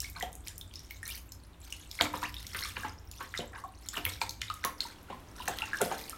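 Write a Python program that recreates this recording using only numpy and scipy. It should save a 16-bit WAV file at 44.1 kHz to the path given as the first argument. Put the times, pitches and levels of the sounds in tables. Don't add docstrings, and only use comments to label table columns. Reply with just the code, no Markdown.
import sys
import numpy as np
from scipy import signal
from scipy.fft import rfft, irfft, next_fast_len
from scipy.io import wavfile
from scipy.ndimage import uniform_filter1d

SR = 44100
rng = np.random.default_rng(int(sys.argv[2]) if len(sys.argv) > 2 else 0)


def to_wav(sig):
    pcm = np.clip(np.atleast_2d(sig), -1, 1) * 32767
    pcm = np.round(pcm).astype(np.int16)
    wavfile.write(sys.argv[1], SR, pcm.T)


N = 272097
TIME = np.arange(N) / SR

# start_s, pitch_hz, level_db
BUBBLES = [(.045, 2180, -32.5), (.164, 4200, -34.5), (.2093, 1924, -28), (.2255, 3180, -26),
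           (.227, 743, -24), (.6124, 3570, -34.5), (.7567, 5200, -28.5), (0.7928, 5540, -33.5),
           (.9083, 2180, -34), (1.0298, 1806, -30), (1.091, 2340, -36), (1.321, 5140, -36),
           (1.725, 2815, -27.5), (1.9895, 2140, -25), (2.003, 1590, -23), (2.0549, 2256, -28.5),
           (2.1365, 977, -29.5), (2.2282, 1012, -25.5), (2.3667, 3640, -29.5), (2.6535, 1200, -33),
           (2.8336, 1617, -30), (2.8447, 850, -30.5), (3.2048, 1090, -36), (3.3488, 1990, -28),
           (3.3768, 3710, -25.5), (3.405, 3050, -31.5), (3.5583, 1630, -36), (3.6381, 1080, -32),
           (3.646, 763, -37), (3.9712, 2870, -22), (4.0641, 2200, -23), (4.2152, 2350, -23.5),
           (4.2158, 905, -23.5), (4.2942, 4250, -27.5), (4.4305, 2035, -32.5), (4.4823, 3720, -33.5),
           (4.501, 1238, -24.5), (4.6523, 1070, -25.5), (4.8056, 4230, -16.5), (4.852, 932, -36.5),
           (5.1011, 816, -34.5), (5.128, 1030, -34.5), (5.4012, 977, -34), (5.482, 761, -24),
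           (5.62, 2700, -19.5), (5.6246, 860, -32.5), (5.732, 1655, -20.5), (5.745, 1670, -23.5),
           (5.81, 1424, -23), (5.815, 582, -28.5), (5.9219, 777, -25), (6.1297, 1282, -36)]
# start_s, level_db, centre_hz, crack_level_db
DROPLETS = [(.003, -21, 6460, -26), (0.0178, -27.5, 8400, -34), (.0993, -36.5, 10700, -31),
            (.2, -30, 6100, -34), (0.225, -30.5, 6340, -32), (0.329, -34.5, 9400, -48),
            (0.3532, -33.5, 8840, -37), (0.473, -28, 3330, -34), (0.482, -26, 6440, -45),
            (.5803, -32.5, 7750, -29), (.612, -35, 4500, -40), (0.7385, -35, 4000, -45),
            (0.909, -38, 3080, -29.5), (1.03, -31.5, 9200, -49), (1.078, -25.5, 11200, -30),
            (1.1017, -30, 10960, -32), (1.1544, -43, 5400, -29), (1.3207, -32, 5470, -36),
            (1.725, -26, 7400, -43), (1.9134, -27, 4600, -34), (2.0103, -9, 3020, -26),
            (2.021, -19.5, 8300, -42), (2.041, -30, 6750, -45), (2.3423, -30, 4100, -37),
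            (2.4673, -30.5, 5060, -32), (2.547, -28.5, 1800, -37), (2.5902, -23.5, 3920, -32),
            (2.7672, -26, 2620, -48), (3.114, -32.5, 5640, -34), (3.34, -26.5, 1700, -58),
            (3.3754, -25, 5500, -42), (3.387, -28.5, 5500, -50), (3.887, -22.5, 6040, -34),
            (4.052, -18, 2920, -13), (4.2152, -21.5, 4380, -49), (4.2936, -23, 5100, -30),
            (4.3086, -34, 4830, -32), (4.4161, -22, 5460, -48), (4.4173, -24, 2700, -48),
            (4.5, -27, 3440, -50), (4.5402, -36.5, 8760, -37), (4.64, -19, 2130, -43),
            (4.649, -18.5, 5100, -19), (4.8055, -30, 4730, -35), (5.478, -20.5, 2060, -45),
            (5.4812, -22.5, 7800, -22), (5.5862, -24, 3620, -31.5), (5.787, -30, 4530, -57),
            (5.8154, -15.5, 10200, -42), (6.096, -26.5, 10100, -42)]
# start_s, level_db, cavity_pitch_hz, spray_level_db
PLUNGES = [(.226, -30.5, 640, -60), (2.008, -18, 776, -47), (2.137, -27.5, 880, -51.5),
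           (2.227, -27, 1180, -44.5), (2.547, -26.5, 1520, -47.5), (2.767, -27.5, 1270, -52.5),
           (2.845, -27, 860, -56), (3.205, -30, 1080, -62), (3.389, -27, 514, -68),
           (3.972, -26.5, 910, -66), (4.061, -29.5, 1150, -62), (4.215, -29, 1000, -47.5),
           (4.644, -24.5, 980, -55), (5.098, -31.5, 660, -73), (5.481, -25.5, 800, -59),
           (5.813, -19, 524, -47), (5.912, -24, 780, -49.5)]
# start_s, length_s, churn_level_db, bubble_pitch_hz
SLOSHES = [(0, 0.12, -48.5, 2680), (0.148, 0.086, -44, 1510), (0.447, 0.089, -51.5, 2230),
           (0.714, 0.35, -61, 4000), (1.049, 0.15, -45, 3350), (1.598, 0.37, -57, 3050),
           (1.907, 0.33, -53, 3300), (2.315, 0.59, -53, 3200), (2.6, 0.13, -42, 2670),
           (3.113, 0.25, -59.5, 4000), (3.343, 0.067, -43, 1670), (3.516, .12, -45.5, 1170),
           (3.808, 0.26, -57, 2910), (3.93, 0.073, -40, 2080), (4.04, 0.16, -46.5, 2920),
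           (4.386, 0.28, -53, 2580), (4.78, 0.16, -47, 2400), (5.35, 0.28, -46.5, 2160),
           (5.563, 0.39, -44.5, 1980), (5.958, .41, -48, 2920)]
# start_s, length_s, from_hz, to_hz, level_db
SQUELCHES = [(1.104, .022, 2600, 3300, -39), (2.234, .029, 1250, 3050, -34)]
# start_s, pitch_hz, level_db
BUMPS = [(2.012, 89.6, -36.5), (4.055, 90.4, -33), (4.295, 101.5, -43.5), (4.425, 101.4, -44.5)]
# frequency_hz, gain_db
SPRAY_COLOUR = [(2000, 4), (3500, 2.5), (5500, 5.5), (7500, -5.5), (9000, 0), (10500, -5.5), (13000, 2),
                (16000, -3.5)]
# frequency_hz, level_db, t60_s
TUB_MODES = [(233.8, 11, 0.46), (298.4, 14, 0.55), (443.5, 5, 0.84), (522, 10, 0.51), (694, 8, 0.42),
             (894, -2, 0.22), (1010, -12, 0.22)]
# frequency_hz, level_db, t60_s
ROOM = [(101, -4, 0.51), (250, 0.5, 0.27), (620, -5, 0.53), (1210, -8.5, 0.44), (2640, -14, 0.56),
        (5230, -25, 0.76), (9000, -4, 0.27), (16000, -5.5, 0.1)]
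# frequency_hz, level_db
RUMBLE = [(20, -34), (40, -3.5), (60, -4.5), (95, -1), (125, -22), (170, -13.5), (300, -62)]
# time_s, level_db
DRONE = [(0, -48), (0.9, -51), (1.8, -54.5), (2.35, -46.5), (2.9, -50.5), (3.3, -52.5), (3.8, -56),
         (4.25, -47.5), (4.95, -59.5), (5.3, -51.5), (6.17, -59)]
# frequency_hz, level_db
HISS = [(60, -1), (150, -4), (300, 1.5), (450, -8), (1000, -8.5), (2000, -15), (4000, -21), (8000, -26),
        (16000, -28)]
# time_s, level_db
HISS_LEVEL = [(0, -59.5), (4.6, -58.5), (5.0, -54), (6.17, -52)]
# frequency_hz, gain_db
MICROPHONE = [(120, 0.5), (400, -1), (1000, -0.5), (3000, -.5), (4000, 0.5), (4900, -2.5), (6300, 0),
              (9500, -0.5), (15000, -2)]

HUM_HZ, HUM_DB = 58.7, -4
TOP_HZ = 16100
BUBBLE_CYCLES = 7.04
RING_PER_DB, RING_PER_OCTAVE = -0.03, -0.013
CHURN_DB, CHURN_RATIO = -16, 1.45
CHURN_LEAD_S, CHURN_S = 0.015, 0.092
THUMP_DB_PER_OCTAVE = -5.5
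SPRAY_DB_PER_OCTAVE, SPRAY_EVEN_HZ = 9.5, 3270


def undb(db):
    return 10 ** (np.asarray(db) / 20)


def unit(x):
    return x / np.sqrt(np.mean(x ** 2))


def add(track, s, sound):
    i = int(np.clip(s * SR, 0, N - 1))
    track[i:i + len(sound)] += sound[:N - i]


def colour(x, points):
    hz, db = np.transpose(points)
    size = next_fast_len(len(x) + 2048)
    f = np.maximum(np.fft.rfftfreq(size, 1 / SR), 1)
    gain = undb(np.interp(np.log(f), np.log(hz), db))
    return irfft(rfft(x, size) * gain, size)[:len(x)]


def band(x, lo_hz, hi_hz, order=2):
    top = min(hi_hz, 0.47 * SR)
    bottom = min(lo_hz, top / 2 ** 0.5)
    return signal.sosfilt(signal.butter(order, [bottom, top], "band", fs=SR, output="sos"), x)


def walk(rate):
    k = int(SR / rate)
    steps = np.repeat(rng.standard_normal(N // k + 1), k)
    return unit(uniform_filter1d(steps, k)[:N])


def bubble(hz, cycles, rise):
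    life = max(cycles, 0.5) / hz
    age = np.arange(int(6 * life * SR)) / SR / life
    pitch = np.minimum(hz * (1 + rise * (age - 0.5)), SR / 2)
    pinch = 1 - np.exp(-(age / 0.17) ** 2)
    return pinch * np.exp(-age) * np.sin(2 * np.pi * np.cumsum(pitch) / SR)


def burst(lo_hz, hi_hz, life_s):
    t = TIME[:int(6 * life_s * SR) + 200]
    noise = np.resize(rng.standard_normal(SR // 3), len(t))
    x = band(noise * np.exp(-t / life_s), lo_hz, hi_hz)
    return x / np.abs(x).max()


def swarm(count, order, lo_hz, hi_hz, cycles, scatter_db, rise):
    out = np.zeros(N + SR)
    for hz in np.geomspace(lo_hz, hi_hz, order):
        when, strength = rng.random((count, 2)).T
        ring = bubble(hz, cycles * 2 ** rng.uniform(-1, 1), rise) * (hz / lo_hz) ** 0.5
        db = -scatter_db * np.log(np.maximum(strength, 0.03))
        samples = (when * N).astype(int)[:, None] + np.arange(len(ring))
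        np.add.at(out, samples, undb(db)[:, None] * ring)
    return out[:N]


def hum(waver_db=3, drone_db=-1.5):
    tone = np.sin(2 * np.pi * HUM_HZ * TIME) * undb(waver_db * walk(13))
    tone = unit(tone) * undb(HUM_DB)
    rumble = unit(colour(rng.standard_normal(N), RUMBLE + [(2000, -95)]))
    hiss = unit(colour(rng.standard_normal(N), HISS))
    hiss = hiss * undb(np.interp(TIME, *np.transpose(HISS_LEVEL)))
    drone_level = np.interp(TIME, *np.transpose(DRONE)) + drone_db
    return (tone + rumble) * undb(drone_level) + hiss


def bathroom(x, room_db=-2, tub_db=-7, tub_life_s=0.035, modes_db=-3):
    t = TIME[:SR // 2]
    response = np.zeros(len(t))
    response[0] = 1
    blur = band(rng.standard_normal(len(t)), 430, 18900, order=1)
    blur = blur * np.exp(-t / tub_life_s) * (1 - np.exp(-t / 0.00024))
    response += undb(tub_db) * blur / np.linalg.norm(blur)
    for hz, db, t60 in TUB_MODES:
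        fade = np.exp(-np.log(1000) * t / t60)
        response += undb(db + modes_db) * 2 * np.cos(2 * np.pi * hz * t) * fade / fade.sum()
    room_hz, band_db, band_t60 = np.transpose(ROOM)
    for hz in np.geomspace(62.5, 16000, 9):
        db = np.interp(np.log(hz), np.log(room_hz), band_db)
        t60 = np.interp(np.log(hz), np.log(room_hz), band_t60)
        fade = np.exp(-np.log(1000) * t / t60) * (1 - np.exp(-t / 0.0012))
        noise = band(rng.standard_normal(len(t)), hz / 2 ** 0.5, hz * 2 ** 0.5)
        response += undb(db + room_db) * noise * fade / np.linalg.norm(fade)
    return signal.fftconvolve(x, response)[:N]


def booms(cycles=4):
    out = np.zeros(N)
    for s, hz, db in BUMPS:
        add(out, s, undb(db) * bubble(hz, cycles, rise=0))
    return out


def drips(db=-66):
    ticking = swarm(count=8, order=40, lo_hz=2480, hi_hz=15040, cycles=6.3, scatter_db=3, rise=0.04)
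    return undb(db) * unit(ticking)


def squelches(flutter_db=4):
    out = np.zeros(N)
    for s, length, from_hz, to_hz, db in SQUELCHES:
        size = int(length * SR)
        pitch = np.linspace(from_hz, to_hz, size)
        chirp = np.sin(2 * np.pi * np.cumsum(pitch) / SR)
        add(out, s, undb(db) * signal.windows.tukey(size, 0.5) * chirp)
    return out * undb(flutter_db * walk(300))


def gulps(slap_db=-2, thump_db=-12, wash_db=-11, lag_s=0.00381):
    out = np.zeros(N)
    for s, db, hz, _ in PLUNGES:
        low_db = THUMP_DB_PER_OCTAVE * np.log2(hz / 900)
        add(out, s + 0.00193, undb(db + slap_db) * burst(hz / 1.41, hz * 1.43, life_s=0.007))
        add(out, s + 0.0018, undb(db + wash_db) * burst(1510, 3380, life_s=0.03))
        add(out, s + lag_s, undb(db + low_db + thump_db) * burst(129, 490, life_s=0.02))
    return out


def stirrings():
    plunges = [(s - CHURN_LEAD_S, CHURN_S, db + CHURN_DB, hz * CHURN_RATIO, spray_db)
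               for s, db, hz, spray_db in PLUNGES]
    sweeps = [(s, length, db, hz, db + SPRAY_DB_PER_OCTAVE * np.log2(hz / SPRAY_EVEN_HZ))
              for s, length, db, hz in SLOSHES]
    return plunges + sweeps


def sloshes(churn_db=-3, spray_db=1.5, width=1.63, onset=0.2, fall=1.65, flicker_db=3):
    churn = swarm(count=30, order=100, lo_hz=387.8, hi_hz=6310, cycles=5.26, scatter_db=2, rise=0.079)
    fizz = swarm(count=20, order=100, lo_hz=3243, hi_hz=11760, cycles=6.8, scatter_db=3.5, rise=0.059)
    crackle = swarm(count=16, order=60, lo_hz=7060, hi_hz=16300, cycles=0.8, scatter_db=1, rise=0)
    spray = colour(unit(fizz) + unit(crackle), SPRAY_COLOUR) * undb(flicker_db * walk(90))
    out = np.zeros(N)
    for s, length, low_db, hz, high_db in stirrings():
        start, size = int(max(s, 0) * SR), int(length * SR)
        bubbles = unit(band(churn[start:start + size], hz / width, hz * width))
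        mist = unit(spray[start:start + size])
        progress = np.linspace(0, 1, len(mist))
        swell = np.interp(progress, [0, onset, 1], [0, 1, 0]) ** (1 / fall)
        add(out, s, swell * (undb(low_db + churn_db) * bubbles + undb(high_db + spray_db) * mist))
    return out


def ticks(gain_db=1, life_s=0.0013, near_db=-25, nearness=0.099):
    direct, to_walls = np.zeros(N), np.zeros(N)
    for s, db, hz, crack_db in DROPLETS:
        click = undb(db + gain_db) * burst(hz / 1.406, hz * 1.263, life_s)
        click = click + undb(crack_db) * burst(11500, 15050, life_s)
        wall_share = undb(-nearness * max(db - near_db, 0))
        add(direct, s, (1 - wall_share) * click)
        add(to_walls, s, wall_share * click)
    return direct, to_walls


def plinks(rise=0.016, closeness_db=3, gain_db=-1, snap_db=-20, echo_db=-12,
           farthest_s=0.02, near_db=-25, nearness=0.075):
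    direct, to_walls = np.zeros(N), np.zeros(N)
    for s, hz, db in BUBBLES:
        doublings = RING_PER_DB * (db + 31.5) + RING_PER_OCTAVE * np.log2(hz / 2000)
        ring = bubble(hz, BUBBLE_CYCLES * 2 ** doublings, rise)
        ring = undb(db + gain_db) * ring / np.abs(ring).max()
        wall_share = undb(-nearness * max(db - near_db, 0))
        add(direct, s, undb(closeness_db) * (1 - wall_share) * ring)
        add(to_walls, s, wall_share * ring)
        add(to_walls, s, wall_share * undb(db + snap_db) * burst(1300, 10200, life_s=0.013))
        for delay in rng.uniform(0.004, farthest_s, size=2):
            add(to_walls, s + delay, wall_share * undb(echo_db) * ring)
    return direct, to_walls


def scene():
    near_bubbles, bubbles = plinks()
    near_drops, drops = ticks()
    water = bubbles + drops + squelches() + gulps() + sloshes() + drips()
    return (near_bubbles + near_drops + bathroom(water) + booms() + hum())[None]


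def record(dry):
    coloured = colour(dry[0], MICROPHONE)
    return signal.sosfilt(signal.ellip(8, 0.2, 70, TOP_HZ, fs=SR, output="sos"), coloured)[None]


dry = scene()
out = record(dry)
to_wav(out)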